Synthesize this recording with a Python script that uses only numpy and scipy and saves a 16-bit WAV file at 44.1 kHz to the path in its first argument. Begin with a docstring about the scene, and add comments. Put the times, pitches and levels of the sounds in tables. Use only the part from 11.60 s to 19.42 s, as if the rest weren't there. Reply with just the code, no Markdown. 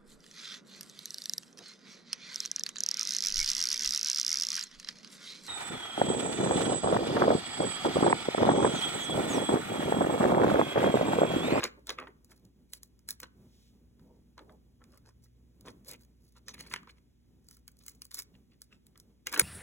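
"""A thin plastic sheet of adhesive gems snaps and crinkles as fingers bend it over a padded seat.
A gem is tapped onto paper, then nails pick at the next one until it pops off its glue and rings.
Snaps are filtered noise bursts, strokes are clumped stick-slips, and the gem is a set of decaying modes.
Sleeves rustle dully and the mains hum faintly in a small quiet room, heard from close by in mono
and spread to two channels by a phone's stereo widening."""
import sys
import numpy as np
from scipy import signal
from scipy.fft import rfft, irfft, next_fast_len
from scipy.io import wavfile

SR = 44100
rng = np.random.default_rng(int(sys.argv[2]) if len(sys.argv) > 2 else 0)


def bounce(signal):
    """Save signal as a 16-bit WAV file at the path given by the first command-line argument."""
    frames = np.transpose(np.atleast_2d(signal))
    limited = np.clip(frames, -1, 1)
    pcm = np.round(limited * 32767).astype(np.int16)
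    wavfile.write(sys.argv[1], SR, pcm)


N = 344862
TIME = np.arange(N) / SR
HZ = np.fft.rfftfreq(4096, 1 / SR)  # frequencies at which filter gains are given


def from_db(db):
    """Decibels to gain."""
    return 10 ** (np.asarray(db) / 20)


def rms_one(x):
    """Scale to unit rms."""
    return x / np.sqrt(np.mean(x ** 2) + 1e-20)


def at_hz(points, hz):
    """Read a table on a log-frequency axis."""
    points = np.array(points)
    return np.interp(np.log(np.maximum(hz, 1)), np.log(points[:, 0]), points[:, 1])


def along(points, axis):
    """Read a two-column table on a linear axis, straight between its points."""
    return np.interp(axis, *np.transpose(points))


def causal_filter(x, gain_db, size=4096):
    """Minimum-phase filter shaped by these gains over HZ; white noise keeps its power."""
    # folding the cepstrum onto positive time gives minimum phase
    cepstrum = irfft(np.log(from_db(gain_db)))
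    cepstrum[1:size // 2] *= 2
    cepstrum[size // 2 + 1:] = 0
    response = irfft(np.exp(rfft(cepstrum)))
    return signal.fftconvolve(x, response / np.linalg.norm(response))[:len(x)]


def colour(x, spectrum):
    """Filter by a table of (pitch_hz, relative level_db)."""
    return causal_filter(x, at_hz(spectrum, HZ))


def coloured_noise(spectrum):
    """Steady noise over the whole scene, in this colour."""
    return colour(rng.standard_normal(N), spectrum)


def wander(axis):
    """Smooth chance around zero: a new normal draw at each unit of the axis, joined by lines."""
    knots = rng.standard_normal(int(axis[-1]) + 2)
    return np.interp(axis, np.arange(len(knots)), knots)


def drift(rate):
    """Slow chance over the whole scene, with this many turns a second."""
    return wander(TIME * rate)


def add(track, s, sound):
    """Mix a sound in at time s."""
    at = round(s * SR)
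    track[at:at + len(sound)] += sound[:N - at]


# sleeves and room rumble, before the 2 dB lift and the lumps: time_s, level_db
RUMBLE_LEVEL = [(0.0, -61), (0.23, -62.5), (0.77, -69), (1.69, -65.5), (2.14, -67), (2.42, -67.5),
                (3.19, -64), (3.75, -70.5), (4.14, -64), (4.76, -70), (4.97, -63.5), (5.15, -63.5),
                (5.53, -71.5), (5.9, -68), (6.11, -72), (6.73, -66), (7.08, -71.5), (7.7, -66)]
# colour of the rumble: pitch_hz, relative level_db (per Hz)
RUMBLE_COLOUR = [(20, -30), (45, -11), (75, -4.5), (110, -3.5), (200, 0.5), (290, -5), (420, -11),
                 (600, -21), (900, -26), (2000, -38.5)]
# colour of the steady hiss: pitch_hz, relative level_db (per Hz)
HISS_COLOUR = [(200, 0), (700, -21.5), (1500, 1), (3000, 5), (6000, 1.5), (12000, -3), (16000, -8)]
# partials of the mains hum, before drift and swell: pitch_hz, level_db
HUM_PARTIALS = [(59, -64.5), (119.8, -72.5), (239.6, -73)]
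# slow swelling and sinking of the low hum: time_s, level_db
HUM_SWELL = [(0, 0), (0.9, -5), (2.8, 0), (3.8, 1.5), (5.6, -1.5), (6.4, -3), (7.82, -5)]


def background(hiss_db=-81.5, drone_db=-67.5):
    """Dull, lumpy sleeve and room rumble, wavering mains hum with a building drone, and faint hiss."""
    rumble_db = along(RUMBLE_LEVEL, TIME) + 3.5 * drift(14)
    rumble = from_db(rumble_db + 2.0) * coloured_noise(RUMBLE_COLOUR)
    hum = np.zeros(N)
    for hz, db in HUM_PARTIALS:
        level = from_db(db + 2 * drift(2.8)) * np.sqrt(2)  # rms to peak
        hum += level * np.sin(2 * np.pi * hz * TIME + .45 * drift(7.6))
    # a deep drone of the building goes with the hum
    drone_colour = [(20, -26.5), (50, -3.0), (75, -3.5), (130, -12), (400, -49.5)]
    drone = from_db(drone_db) * coloured_noise(drone_colour)
    swell = from_db(along(HUM_SWELL, TIME))
    hiss = from_db(hiss_db) * coloured_noise(HISS_COLOUR)
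    return rumble + swell * (hum + drone) + hiss


# slack in the grip; held loosely the whole sheet thuds, pinched tight it hardly does:
# time_s, level_db (thud against flex)
GRIP_SLACK = [(0, -2), (0.6, 1.5), (1.1, -6.5), (1.65, -10.5), (2.7, 1.5), (4.1, 0.5), (4.9, -10.5),
              (7.3, -17.5), (7.67, -3)]


def slack_db(s):
    """How freely the sheet can move at time s."""
    return along(GRIP_SLACK, s)


# the sheet's three registers, each: pitch_hz, relative level_db (per Hz)
# thud of the whole sheet
THUD_COLOUR = [(150, -23), (260, -0.5), (380, 3.5), (480, 3.5), (700, -6), (950, -5.5), (1500, -42)]
# bending flex
FLEX_COLOUR = [(450, -24.5), (800, -12), (1050, 0), (1900, 0.5), (2800, -3.5), (4200, -4.5), (5500, -24.5),
               (9000, -42)]
# sharp crack
CRACK_COLOUR = [(2500, -37), (4300, 5), (6200, 0), (8000, 1.5), (10500, 1.5), (13000, -6), (15300, -1.5),
                (17000, -2.5)]


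def sheet_colours(flex_db, crack_db, ring_hz, ring_db=7, overtone_db=2, sharpness=7, ripple_db=3.5):
    """Thud, flex and crack spectra for one grip: two main resonances, and ripples that shift every time."""
    thud = at_hz(THUD_COLOUR, HZ) + ripple_db * wander(HZ / 70)
    # weaker than the ring, the second mode lies a little less than a tritone above it
    ringing = 0
    for hz, db in [(ring_hz, ring_db), (1.4 * ring_hz, overtone_db)]:
        detuning = 1.1 * sharpness * np.log(np.maximum(HZ, 1) / hz)
        ringing = ringing + from_db(db) ** 2 / (1 + detuning ** 2) ** 2
    flex_power = from_db(at_hz(FLEX_COLOUR, HZ)) ** 2 + ringing
    flex = 10 * np.log10(flex_power) + 1.2 * ripple_db * wander(HZ / 190)
    # soft bends lose their top octaves, hard nail contacts keep them
    tilt_db_per_octave = np.clip(.7 * (crack_db - flex_db - 8), -16, 1.5)
    octaves = np.log2(np.maximum(HZ / 5000, 1))
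    crack = at_hz(CRACK_COLOUR, HZ) + tilt_db_per_octave * octaves + ripple_db * wander(HZ / 400)
    # the softest bends also lose the upper flex modes
    dulling_db_per_octave = np.clip(.5 * (flex_db - crack_db - 5.0), 0, 8)
    flex = flex - dulling_db_per_octave * np.log2(np.maximum(HZ / 1300, 1))
    return thud, flex, crack


def crinkle(t, gain_db, per_s, spread_db, smooth, flicker_db, size=16384):
    """Tiny stick-slips of uneven size in clumps, over smooth friction; rms 1."""
    size_db = spread_db * np.minimum(rng.exponential(1, size), 3)
    sizes = from_db(size_db) * rng.choice([-1, 1], size)
    slips = rms_one(sizes * (rng.random(size) < per_s / SR))
    friction = smooth * rng.standard_normal(size)
    clumps = from_db(flicker_db * wander(TIME[:size] * 170))
    rubbing = np.resize((slips + friction) * clumps, len(t))
    return rms_one(causal_filter(rubbing, gain_db))


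# fingers bend and rub the sheet or the paper: peak_s, length_s, flex_db, crack_db, ring_hz
BENDS = [(0.006, 0.045, -37.5, -44, 1350), (0.047, 0.07, -38, -55, 2140), (0.305, 0.082, -47, -50.5, 3730),
         (0.417, 0.11, -47.5, -70, 1726), (0.714, 0.076, -65, -60.5, 1094), (1.634, 0.039, -48.5, -54, 924),
         (3.22, 0.05, -63.5, -90, 1100), (3.342, 0.12, -66.5, -64.5, 1076), (3.473, 0.09, -65, -66, 990),
         (4.08, 0.083, -52.5, -53, 1020), (4.329, 0.08, -51, -50.5, 2190),
         (4.772, 0.06, -61.5, -63.5, 1010), (4.893, 0.07, -47.5, -52.5, 4330),
         (4.945, 0.035, -53, -52.5, 2400), (5.009, 0.11, -51.5, -52, 2100),
         (5.064, 0.074, -57.5, -55.5, 980), (5.122, 0.07, -48, -47.5, 1800),
         (5.296, 0.065, -57.5, -59.5, 2350), (5.375, 0.04, -66.5, -67, 1947),
         (6.748, 0.055, -67, -72, 2690), (6.929, 0.066, -69.5, -74, 2650),
         (7.134, 0.09, -61.5, -70.5, 2660), (7.74, 0.065, -39, -40.5, 1690),
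         (7.781, 0.06, -34.5, -46.5, 1497), (7.81, 0.055, -34.5, -35, 1515)]
# a nail scratches under a gem and its glue peels: peak_s, length_s, crack_db
PEELS = [(0.773, 0.08, -70), (1.138, 0.11, -54.5), (1.502, 0.065, -47.5), (3.645, 0.072, -66),
         (4.294, 0.11, -46), (4.419, 0.08, -65.5), (4.679, 0.25, -69.5), (5.91, 0.19, -62.5),
         (6.273, 0.27, -58), (6.544, 0.085, -46), (6.59, 0.064, -38.5)]
PEEL_FLEX_DB, PEEL_RING_HZ = -9, 4100  # flex against crack
# hand and sleeve brush dully over paper and seat: peak_s, length_s, thud_db
BRUSHES = [(0.184, 0.062, -56.5), (0.484, 0.075, -53), (2.509, 0.24, -62.5), (2.816, 0.11, -54.5),
           (2.912, 0.13, -56.5), (4.076, 0.09, -52.5)]
BRUSH_FLEX_DB, BRUSH_CRACK_DB, BRUSH_RING_HZ = -25.5, -20, 900  # levels against thud
# crinkling swells just before each handling snap, peaks with it and fades: levels against the snap
SHUDDER_FLEX_DB, SHUDDER_CRACK_DB, SHUDDER_RISE_S, SHUDDER_FADE_S = -20, -20, 0.014, 0.06
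SWELL_SHARE = 0.46  # part of a bend, peel or brush spent swelling


def finger_strokes():
    """All strokes as (peak_s, swell_s, fade_s, thud_db, flex_db, crack_db, ring_hz)."""
    def timing(peak, length_s):
        return peak, SWELL_SHARE * length_s, (1 - SWELL_SHARE) * length_s

    def gripped(s, flex_db):
        return flex_db + slack_db(s), flex_db

    rows = []
    for s, length_s, flex_db, crack_db, hz in BENDS:
        rows.append((*timing(s, length_s), *gripped(s, flex_db), crack_db, hz))
    for s, length_s, db in PEELS:
        rows.append((*timing(s, length_s), *gripped(s, db + PEEL_FLEX_DB), db, PEEL_RING_HZ))
    for s, length_s, db in BRUSHES:
        rows.append((*timing(s, length_s), db, db + BRUSH_FLEX_DB, db + BRUSH_CRACK_DB, BRUSH_RING_HZ))
    for s, flex_db, crack_db, hz in handling_snaps():
        levels = *gripped(s, flex_db + SHUDDER_FLEX_DB), crack_db + SHUDDER_CRACK_DB
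        rows.append((s, SHUDDER_RISE_S, SHUDDER_FADE_S, *levels, hz))
    return rows


def strokes():
    """Each stroke swells to its peak and eases off, driving the three registers."""
    out = np.zeros(N)
    for peak, swell_s, fade_s, thud_db, flex_db, crack_db, ring_hz in finger_strokes():
        start, end = peak - max(swell_s, .006), peak + max(fade_s, .015)
        t = TIME[(TIME > start) & (TIME < end)]
        force = np.interp(t, [start, peak, end], [0, 1, 0]) ** 1.25
        thud, flex, crack = sheet_colours(flex_db, crack_db, ring_hz)
        sound = from_db(thud_db) * crinkle(t, thud, per_s=500, spread_db=0, smooth=0.74, flicker_db=-0.5)
        sound += from_db(flex_db) * crinkle(t, flex, per_s=510, spread_db=2.5, smooth=0.47, flicker_db=5.5)
        sound += from_db(crack_db) * crinkle(t, crack, per_s=880, spread_db=4.0, smooth=1.0, flicker_db=7.0)
        add(out, t[0], force * sound)
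    return out


def give_way(gain_db, rise_s=0.001, size=256):
    """Friction that swells for a millisecond or two as the film starts to yield."""
    swell = np.exp((np.arange(size) - size) / SR / rise_s)
    return swell * rms_one(causal_filter(rng.standard_normal(size), gain_db))


def burst(gain_db, decay_s, spike, size=4096):
    """One sudden slip in a quickly dying flutter; its energy is that of rms 1 over 4 ms."""
    flutter = rng.standard_normal(size) * np.exp(-np.arange(size) / SR / decay_s)
    flutter /= np.linalg.norm(flutter)
    flutter[14] += spike  # the slip, 0.3 ms in
    sound = causal_filter(flutter, gain_db)
    return sound / np.linalg.norm(sound) * np.sqrt(.004 * SR)


# the sheet buckles and its free part rings: start_s, flex_db, crack_db, ring_hz
BUCKLES = [(0.0242, -36, -53.5, 1640), (0.0323, -27, -43, 2820), (0.0394, -26.5, -26.5, 4260),
           (0.0509, -30.5, -41, 1560), (0.2699, -46.5, -41.5, 3640), (0.2932, -29, -36, 3640),
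           (0.3033, -34.5, -36, 1810), (0.3865, -32, -52, 2360), (0.4, -45, -51.5, 1260),
           (0.4716, -44.5, -66.5, 2010), (0.7178, -55, -69, 1280), (1.5061, -44, -28.5, 4020),
           (1.6314, -40, -44.5, 1004), (4.083, -46, -52, 1040), (4.324, -58, -52, 2250),
           (4.8831, -40, -40, 4240), (4.941, -47, -52, 2370), (5.0081, -46.5, -43.5, 4300),
           (5.064, -53.5, -68.5, 1030), (5.1381, -28, -34, 2000), (5.1612, -36, -43.5, 1850),
           (5.2313, -55, -65, 1190), (5.2735, -49.5, -66, 998), (7.3571, -58, -69, 1394),
           (7.6698, -30.5, -28.5, 2190), (7.738, -36, -39, 1630), (7.7429, -33.5, -32, 1630),
           (7.7614, -31.5, -50.5, 2800), (7.7955, -24, -18.5, 1620)]
# a nail catches on the rim of a gem: start_s, crack_db, ring_hz
NAIL_TICKS = [(0.646, -55, 4400), (0.851, -59.5, 2920), (1.1344, -34, 2990), (1.232, -42.5, 4300),
              (1.3918, -60.5, 2305), (1.4884, -29.5, 1860), (1.6016, -38, 1920), (4.0094, -54.5, 4320),
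              (4.28, -47, 4380), (5.8864, -49, 3980), (5.911, -50, 1450), (5.9689, -55, 1410),
              (6.0791, -41, 1470), (6.2638, -45, 4370), (6.2817, -36.5, 2020), (6.419, -38.5, 2480),
              (6.452, -46, 4400), (6.51, -48.5, 2020), (6.5442, -32, 4340), (6.5896, -31.5, 4400),
              (6.5985, -35, 4440), (7.0177, -41.5, 3970), (7.267, -54, 2510), (7.3761, -53, 1243),
              (7.3997, -49.5, 4140), (7.7268, -32, 3660), (7.7763, -30.5, 1150)]
TICK_FLEX_DB = -13.5  # a tick bends the sheet this much less than it cracks
# the gem is set down and tapped onto the paper: start_s, flex_db (the knock), crack_db, ring_hz
PAPER_TAPS = [(2.3952, -66.5, -71.5, 1300), (2.7791, -46, -54.5, 960), (2.7918, -49, -59, 925),
              (2.8948, -55, -79, 1140), (3.24, -62.5, -59.5, 1110), (3.3742, -65.5, -55.5, 1290),
              (3.4899, -61, -61, 1060), (3.658, -70, -70, 1380)]


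def handling_snaps():
    """Buckles, nail ticks and taps as (start_s, flex_db, crack_db, ring_hz)."""
    ticks = [(s, db + TICK_FLEX_DB, db, hz) for s, db, hz in NAIL_TICKS]
    return BUCKLES + ticks + PAPER_TAPS


def glue_threads(count=4, thread_db=-1, spread_db=3.5, edge_db=-9.5):
    """Glue threads part at random in each peel, on average loudest in its middle, each a faint tick."""
    rows = []
    for peak, length_s, db in PEELS:
        progress = (np.arange(count) + rng.random(count)) / count
        times = peak + length_s * (progress - SWELL_SHARE)
        scatter_db = spread_db * rng.standard_normal(count)
        levels = db + thread_db + scatter_db + edge_db * (2 * progress - 1) ** 2
        for s, crack_db in zip(times, levels):
            rows.append((s, crack_db + PEEL_FLEX_DB, crack_db, PEEL_RING_HZ))
    return rows


def snaps():
    """Each snap yields, cracks briefly, rings longer in the bending waves and nudges the whole sheet."""
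    out = np.zeros(N)
    for s, flex_db, crack_db, ring_hz in handling_snaps() + glue_threads():
        thud, flex, crack = sheet_colours(flex_db, crack_db, ring_hz)
        lead_in = from_db(crack_db - 10.5) * give_way(crack) + from_db(flex_db - 3.5) * give_way(flex)
        add(out, s - len(lead_in) / SR, lead_in)
        add(out, s, from_db(crack_db) * burst(crack, decay_s=0.0013, spike=0.46))
        add(out, s, from_db(flex_db) * burst(flex, decay_s=0.0031, spike=0.21))
        # a contact that rings low moves more mass, so it thuds more
        weight_db = 12 * np.clip(np.log2(1800 / ring_hz), 0, 1)
        add(out, s, from_db(flex_db + weight_db - 20.5) * burst(thud, decay_s=0.008, spike=0.96))
        # the film shivers on for a moment, its flex less so when pinched tight
        add(out, s, from_db(crack_db - 14) * burst(crack, decay_s=.011, spike=0))
        shiver_db = flex_db - 8.5 + 0.54 * slack_db(s)
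        add(out, s, from_db(shiver_db) * burst(flex, decay_s=0.017, spike=0))
    return out


# a sleeve swishes as the arm reaches across: time_s, level_db
SWISH_LEVEL = [(1.7, -96.5), (1.92, -72), (2.06, -67.5), (2.13, -77), (2.3, -98)]
# colour of the swish: pitch_hz, relative level_db (per Hz)
SWISH_COLOUR = [(600, -25.5), (1500, -13.5), (3500, 1), (6000, -1.5), (11000, -9.5), (16000, -11.5)]


def sleeve_swish():
    """Cloth slides smoothly over the seat: coloured noise under a slowly drawn level."""
    level_db = along(SWISH_LEVEL, TIME) + 1.2 * drift(40)
    return from_db(level_db) * coloured_noise(SWISH_COLOUR)


# the freed gem flicks twice against the nail: start_s, level_db (added to each mode)
GEM_FLICKS = [(7.7955, 4), (7.7968, 1)]
# ring of gem and sheet, before the pitch scatter: pitch_hz, level_db, t60_s
GEM_MODES = [(1520, -28.5, 0.042), (2305, -32, 0.016), (8540, -9.5, 0.019), (9550, -6, 0.0042),
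             (10600, -34, 0.0088), (12100, -14.5, 0.0081), (14500, -36, 0.0065)]


def gem_pop(size=2048):
    """The gem lets go of the glue and rings briefly in decaying modes."""
    out, t = np.zeros(N), np.arange(size) / SR
    for s, flick_db in GEM_FLICKS:
        for hz, mode_db, t60 in GEM_MODES:
            # each mode's pitch is scattered a little at every flick
            pitch_hz = hz * (1 + 0.04 * rng.standard_normal())
            level_db = flick_db + mode_db - 60 * t / t60
            add(out, s, from_db(level_db) * np.cos(2 * np.pi * pitch_hz * t))
    return out


# decay of the small room: pitch_hz, t60_s
ROOM_T60 = [(200, 0.17), (1500, 0.42), (6000, 0.23), (15000, 0.089)]


def room(x, gap_s=0.0022, size=16384):
    """Diffuse reflections as band-split decaying noise that dies soonest in the treble."""
    t, response = np.arange(size) / SR, 0
    edges = np.geomspace(100, 18000, 8)
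    for low, high in zip(edges, edges[1:]):
        band_filter = signal.butter(2, [low, high], "band", fs=SR, output="sos")
        band = signal.sosfilt(band_filter, rng.standard_normal(size))
        t60 = at_hz(ROOM_T60, np.sqrt(low * high))
        response = response + band * from_db(-60 * t / t60)
    # silent for one gap, then fading in over another
    response = response * np.clip(t / gap_s - 1, 0, 1)
    response = colour(response, [(200, 13.5), (1500, 0.5), (5000, -5.5), (15000, -0.5)])
    return signal.fftconvolve(x, response / np.linalg.norm(response))[:N]


# the phone's stereo widening, phase lag of the right channel behind the left: pitch_hz, phase_radians
WIDENING_PHASE = [(0, 0), (400, -.1), (780, -1.2), (1100, 0), (1600, -.2), (2200, .6), (2700, 1.9),
                  (3400, 1.4), (4620, 3.14), (8900, 9.42), (13200, 15.7), (22050, 28.6)]


def widen(x):
    """Stereo widening: the right channel is the left with a frequency-dependent phase lag."""
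    size = next_fast_len(N + 4096)
    lag = along(WIDENING_PHASE, np.fft.rfftfreq(size, 1 / SR))
    right = irfft(rfft(x, size) * np.exp(-1j * lag), size)[:N]
    return np.array([x, right])


def scene():
    """Close handling sounds, their room, and the background."""
    handling = snaps() + strokes() + gem_pop() + sleeve_swish()
    wet = from_db(-23) * room(handling)
    # a little of the room and the rumble has opposite sign in the two channels
    side = from_db(-19.5) * room(handling) + from_db(-71.5) * coloured_noise(RUMBLE_COLOUR)
    balance = from_db([[-.3], [.3]])  # left, right
    return widen(handling + wet + background()) * balance + side * [[1], [-1]]


def record(dry, cutoff_hz=16150):
    """Loud peaks are rounded off, the level comes down a little and the top is cut."""
    rounded = 0.76 * np.tanh(dry / 0.94)
    return signal.sosfilt(signal.ellip(10, .2, 80, cutoff_hz, fs=SR, output="sos"), rounded)


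dry = scene()
out = record(dry)
bounce(out)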